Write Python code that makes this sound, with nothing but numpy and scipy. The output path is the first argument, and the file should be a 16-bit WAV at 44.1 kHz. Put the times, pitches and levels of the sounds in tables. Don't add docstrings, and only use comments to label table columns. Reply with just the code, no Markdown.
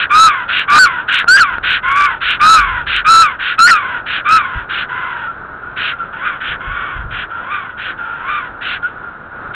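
import sys
import numpy as np
from scipy import signal
from scipy.fft import rfft, irfft
from scipy.io import wavfile

SR = 44100
rng = np.random.default_rng(int(sys.argv[2]) if len(sys.argv) > 2 else 0)


def log_audio(samples):
    frames = np.atleast_2d(samples).T
    limited = np.clip(frames, -1, 1)
    pcm = np.round(limited * 32767).astype(np.int16)
    wavfile.write(sys.argv[1], SR, pcm)


N = 421145
TIME = np.arange(N) / SR

# f/Hz, relative level/dB
BREATH_AT_MIC = [(600, -40.5), (950, -18.5), (1250, -2.5), (1450, 9.5), (1700, -4), (1950, -15.5),
                 (2500, -10.5), (3400, -16), (4000, -32.5), (4400, -39.5)]
# start/s, end/s, extra tone f/Hz, level/dB
CRACKS = [(1.365, 1.407, 1767, -14.5), (1.366, 1.409, 2869, -17.5), (3.668, 3.714, 1770, -4.5)]


def whistles(pure_db=-9, husk_span_db=4, waver=0.01042, drift=0.003, register_hz=1420):
    overtones = [(2, -4), (3, -20)]
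    # pitch multiple, relative level/dB
    side_modes = [(1.62, -6), (1.97, -4.5), (3, -19.5)]
    hz, tone_db, air_db, sounding = whistle_arches()
    hz, tone_db, air_db = overblow(hz, tone_db, air_db)
    tone_db = tone_db + 0.37 * flutter(22)
    air_db = air_db + 1.13 * flutter(25)
    husk = 0.0024 + 1 / (1.5 + np.exp((tone_db - pure_db) / husk_span_db + 2.5))
    wobble = waver * np.sqrt(husk) * (flutter(120) + flutter(24.6)) + drift * flutter(18)
    phase = 2 * np.pi * np.cumsum(hz * (1 + wobble)) / SR
    tone = undb(tone_db) * blown(phase, husk, width_hz=55)
    onset_db, limit_db = -22, -11
    overtone_gain = undb(tone_db) / np.hypot(1, undb(onset_db - tone_db))
    overtone_gain /= np.hypot(1, undb(tone_db - limit_db))
    overtone_gain /= 1 + (hz / register_hz) ** 12
    for multiple, db in overtones:
        tone += overtone_gain * undb(db) * blown(multiple * phase, husk ** 0.25, width_hz=85)
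    sides = sum(undb(db) * blown(multiple * phase, husk=0.77, width_hz=63) for multiple, db in side_modes)
    air = undb(air_db) * (undb(6) * noise(BREATH_AT_MIC) + np.sqrt(husk) * sides)
    return sounding * (tone + air)


def whistle_arches(rest_hz=893.3, idle_hz=820, full_hz=1362.8, fade_hz=1385.6,
                   drop_s=0.045, build_db=-18, build_s=0.013):
    arches = [(0.088, 0.13, .044, 0.22, 1115, 1315, .78, 0.21, 2.5, -14, -29.5),
              (0.668, 0.14, .036, .220, 1100, 1252, .75, 0.55, 0.5, -10, -30),
              (1.267, .121, .008, .208, 1330, 1672, .85, .68, 1.5, -16, -27.5),
              (1.818, 0.19, .048, 0.14, 997, 1172, .8, .4, -10, -19, -26),
              (2.388, .130, .035, 0.3, 1135, 1308, .68, 0.27, 1.5, -12.5, -26.5),
              (3.036, .080, .106, .158, 1125, 1328, .66, 0.11, .5, -14.5, -29),
              (3.572, 0.12, 0.005034, 0.33, 1272, 1512, 1.28, .45, 3, -16, -29),
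              (4.237, .098, .037, .298, 1135, 1307, .95, .4, -5.5, -18.5, -31.5),
              (4.878, .167, .047, 0.21, 988, 1042, .77, .38, -26, -29, -31),
              (6.115, .140, .028, 0.13, 880, 1233, 2.0, .02, -24, -23.5, -34.5),
              (6.590, 0.17, .151, .155, 1053, 1156, 1.51, .15, -27.5, -29.5, -36.5),
              (7.290, 0.23, .041, 0.2, 920, 1219, 3.5, .03, -20.5, -28, -38.5),
              (7.964, 0.33, 0.092, 0.14, 892, 1200, 4.4, .4, -20, -27, -36.5)]
    hz = np.full(N, rest_hz)
    tone_db, air_db, sounding = np.zeros((3, N))
    for start, rise, hold, fall, start_hz, crest_hz, bend, drop, crest_db, rush_db, rest_db in arches:
        length_s = rise + hold + fall
        on = (TIME >= start) & (TIME < start + length_s)
        age_s = TIME[on] - start
        rising = age_s < rise
        fall_age_s = np.maximum(age_s - rise - hold, 0)
        quick_drop = 1 - drop + drop * np.exp(-fall_age_s / drop_s)
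        rise_hz = start_hz + (crest_hz - start_hz) * (age_s / rise) ** bend
        fall_hz = rest_hz + (crest_hz - rest_hz) * (1 - fall_age_s / fall) * quick_drop
        hz[on] = np.where(rising, rise_hz, fall_hz)
        full_effort_hz = np.minimum(crest_hz, np.where(rising, full_hz, fade_hz))
        effort = np.clip((hz[on] - idle_hz) / (full_effort_hz - idle_hz), 0, 1)
        tone_drive = effort ** np.where(rising, 1.36, 1.87)
        tone_db[on] = np.interp(tone_drive, [0, 1], [rest_db - 3.5, crest_db])
        tone_db[on] += build_db * np.exp(-age_s / build_s)
        air_db[on] = rest_db + (rush_db - rest_db) * effort ** 2.23
        sounding[on] = gate(age_s, length_s, attack_s=0.018, release_s=0.061)
    return hz, tone_db, air_db, sounding


def overblow(hz, tone_db, air_db, choke_db=-11, lock_db=-0.5, lock_hz=1362.8, lock_span_hz=80):
    # start/s, end/s, first pitch ratio, last pitch ratio, boost/dB
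    flip = (.786, .861, 1.24, 1.15, 2.5)
    start, end, first_ratio, last_ratio, boost_db = flip
    flipped = swell(start, end, edge_s=0.00497)
    cracked = np.max([swell(*crack[:2], edge_s=0.0056) for crack in CRACKS], axis=0)
    hz = hz * np.interp(TIME, [start, end], [first_ratio, last_ratio]) ** flipped
    locked = np.clip((hz - lock_hz) / lock_span_hz, 0, 1) * (1 - cracked)
    return hz, tone_db + boost_db * flipped + choke_db * cracked, air_db + lock_db * locked


def cracks():
    return sum(swell(start, end, edge_s=0.01) * undb(db)
               * blown(2 * np.pi * hz * TIME, husk=0.824, width_hz=190)
               for start, end, hz, db in CRACKS)


def rasps(hiss_crest=0.57, hiss_start_db=-12, hiss_end_db=-24, shudder_db=0.86):
    # start/s, length/s, rasp level/dB, hiss level/dB
    breaths = [(-0.100, 0.18, -15.5, -16.5), (0.473, 0.19, -18.5, -15), (1.069, 0.18, -14.5, -14.5),
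               (1.621, 0.19, -16, -14.5), (2.198, 0.19, -18.5, -15), (2.855, 0.18, -17, -15),
               (3.383, 0.19, -19, -19.5), (4.05, 0.18, -20.5, -20.5), (4.682, 0.19, -20.5, -21),
               (5.754, 0.2, -20, -19.5), (6.391, 0.19, -22.5, -25), (7.095, 0.18, -24.5, -26.5),
               (7.764, 0.19, -24, -28), (8.601, 0.2, -23.5, -22.5), (9.53, .180, -25, -19.5)]
    # f/Hz, relative level/dB
    rasp_at_mic = [(600, -55.5), (1000, -15.5), (1250, -8.5), (1460, 3.5), (1700, -2.5), (2000, -10.5),
                   (2600, -24)]
    # f/Hz, relative level/dB
    hiss_spectrum = [(1400, -12.5), (1950, -5.5), (2350, 2.5), (2850, 3.5), (3400, -1.5), (3900, -8),
                     (4400, -21)]
    rasp, hiss = np.zeros((2, N))
    for start, length_s, rasp_db, hiss_db in breaths:
        on = (TIME >= start) & (TIME < start + length_s)
        age_s = TIME[on] - start
        flow = gate(age_s, length_s, attack_s=0.018, release_s=0.038)
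        past_crest = age_s / length_s - hiss_crest
        rise_db = hiss_start_db * (past_crest / hiss_crest) ** 2
        fall_db = hiss_end_db * (past_crest / (1 - hiss_crest)) ** 2
        rasp[on] += flow * undb(rasp_db)
        hiss[on] += flow * undb(hiss_db + np.where(past_crest < 0, rise_db, fall_db))
    breath = rasp * noise(rasp_at_mic) + hiss * noise(hiss_spectrum)
    return breath * undb(shudder_db * flutter(130))


def pips(air_db=-14, tail_s=0.035):
    # start/s, end/s, start f/Hz, end f/Hz, level/dB, husk share
    notes = [(5.19, 5.321, 1464, 1339, -23, 0.66), (5.62, 5.731, 1390, 1470, -28, 0.6),
             (5.91, 5.96, 1390, 1384, -22.5, 0.18), (5.985, 6.049, 1383, 1340, -19.5, 0.2),
             (7.296, 7.412, 1365, 1407, -25.5, 0.85), (7.979, 8.162, 1393, 1390, -24.5, 0.58),
             (8.825, 8.88, 1400, 1473, -15, 0.3), (9.027, 9.112, 1405, 1383, -29.5, .4)]
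    air = undb(air_db) * noise(BREATH_AT_MIC)
    out = np.zeros(N)
    for start, end, start_hz, end_hz, db, husk in notes:
        phase = 2 * np.pi * np.cumsum(np.interp(TIME, [start, end], [start_hz, end_hz])) / SR
        tone = swell(start, end, edge_s=0.017) * blown(phase, husk, width_hz=33)
        trail = (TIME > start) * np.exp(-np.maximum(TIME - end, 0) / tail_s)
        out += undb(db) * (tone + trail * air)
    return out


def head_bow(voice, dull_hz=3950, neck_hz=3300, neck_q=14, neck_db=-2):
    # t/s, bowed share
    posture = [(5.9, 0), (6.4, 0.99), (7.25, 0.93), (7.8, 0.3), (8.7, 0.01)]
    bowed = np.interp(TIME, *np.transpose(posture))
    dull = signal.sosfiltfilt(signal.butter(4, dull_hz, fs=SR, output="sos"), voice)
    neck = signal.lfilter(*signal.iirpeak(neck_hz, neck_q, fs=SR), voice)
    return (1 - bowed) * voice + bowed * (dull + undb(neck_db) * neck)


def bill_snaps():
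    # t/s, peak level/dB
    snaps = [(1.243, -6), (1.583, -7)]
    # f/Hz, t60/s, relative level/dB
    snap_ring = [(1110, .02, -10.5), (1454, 0.016, 34.5), (2550, .012, -12.5), (3430, 0.011, -13)]
    t = TIME[:SR // 10]
    ring = sum(undb(db - 60 * t / t60) * np.sin(2 * np.pi * hz * t) for hz, t60, db in snap_ring)
    impacts = np.zeros(N)
    for start, db in snaps:
        impacts[int(start * SR)] = undb(db)
    return signal.fftconvolve(impacts, ring / np.abs(ring).max())[:N]


def steps(rise_s=0.017):
    # t/s, gain/dB, decay/s
    footfalls = [(1.502, -36.5, .9), (2.56, -29, 0.31), (2.66, -32, .12), (4.551, -14.5, 0.027),
                 (6.48, -22, 0.034), (6.66, -19.5, 0.055), (6.949, -17, 0.044), (7.029, -18.5, .08)]
    thud_spectrum = [(25, -10.5), (45, -3.5), (75, -11.5), (130, -18), (260, -33.5)]  # f/Hz, level/dB
    load = np.zeros(N)
    for start, db, decay_s in footfalls:
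        age_s = np.maximum(TIME - start, 0)
        load += undb(db) * (1 - np.exp(-age_s / rise_s)) * np.exp(-age_s / decay_s)
    return load * noise(thud_spectrum)


def wood(level_db=-30, swell_db=1.1):
    # f/Hz, relative level/dB
    wash_at_mic = [(20, -7), (45, -9), (110, -7), (220, -11), (400, -11.5), (800, -11), (1150, -8),
                   (1440, 2.5), (1650, -9), (2000, -22), (2700, -30), (3600, -35.5), (4400, -47)]
    return undb(level_db + swell_db * flutter(4.1)) * noise(wash_at_mic)


def blown(phase, husk, width_hz, saturation_power=0.32):
    ringing = unit(flutter(width_hz) + 1j * flutter(width_hz))
    motion = np.sqrt(1 - husk) + np.sqrt(husk) * ringing
    motion = unit(motion * np.abs(motion) ** (saturation_power - 1))
    return np.sqrt(2) * np.real(motion * np.exp(1j * phase))


def noise(spectrum):
    hz, db = np.transpose(spectrum)
    f = np.maximum(np.fft.rfftfreq(N, 1 / SR), 1)
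    skirts = np.minimum(1, np.minimum(f / hz[0], hz[-1] / f)) ** 6
    shape = undb(np.interp(np.log(f), np.log(hz), db))
    return unit(irfft(rfft(rng.standard_normal(N)) * skirts * shape, N))


def flutter(hz):
    return unit(lowpass(rng.standard_normal(N), hz))


def gate(age_s, length_s, attack_s, release_s):
    return np.clip(np.minimum((age_s / attack_s) ** 2, (length_s - age_s) / release_s), 0, 1)


def swell(start_s, end_s, edge_s):
    return np.clip(np.minimum(TIME - start_s, end_s - TIME) / edge_s, 0, 1)


def lowpass(x, hz, order=2):
    return signal.sosfilt(signal.butter(order, hz, fs=SR, output="sos"), x)


def clip(x, ceiling, knee):
    return x / (1 + np.abs(x / ceiling) ** knee) ** (1 / knee)


def undb(db):
    return 10 ** (np.asarray(db) / 20)


def unit(x):
    return x / np.sqrt(np.mean(np.abs(x) ** 2))


def scene():
    voice = head_bow(whistles() + cracks() + pips() + rasps())
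    return (voice + bill_snaps() + steps() + wood())[None]


def record(dry, band_hz=4200, clock_hz=11025, edge_hz=10000, top_hz=15750, bias=0.018, ripple=0.028):
    mic = lowpass(dry, band_hz, order=14)
    ceiling = 0.7 * (1 + ripple * np.cos(2 * np.pi * clock_hz * TIME))
    x = clip(mic + bias, ceiling, knee=36) - bias
    x = signal.fftconvolve(x, signal.firwin(255, edge_hz, fs=SR)[None], mode="same")
    x = x - lowpass(x, hz=17, order=1)
    x = clip(x, ceiling=0.69, knee=36)
    return signal.fftconvolve(x, signal.firwin(511, top_hz, window="blackman", fs=SR)[None], mode="same")


dry = scene()
out = record(dry)
log_audio(out)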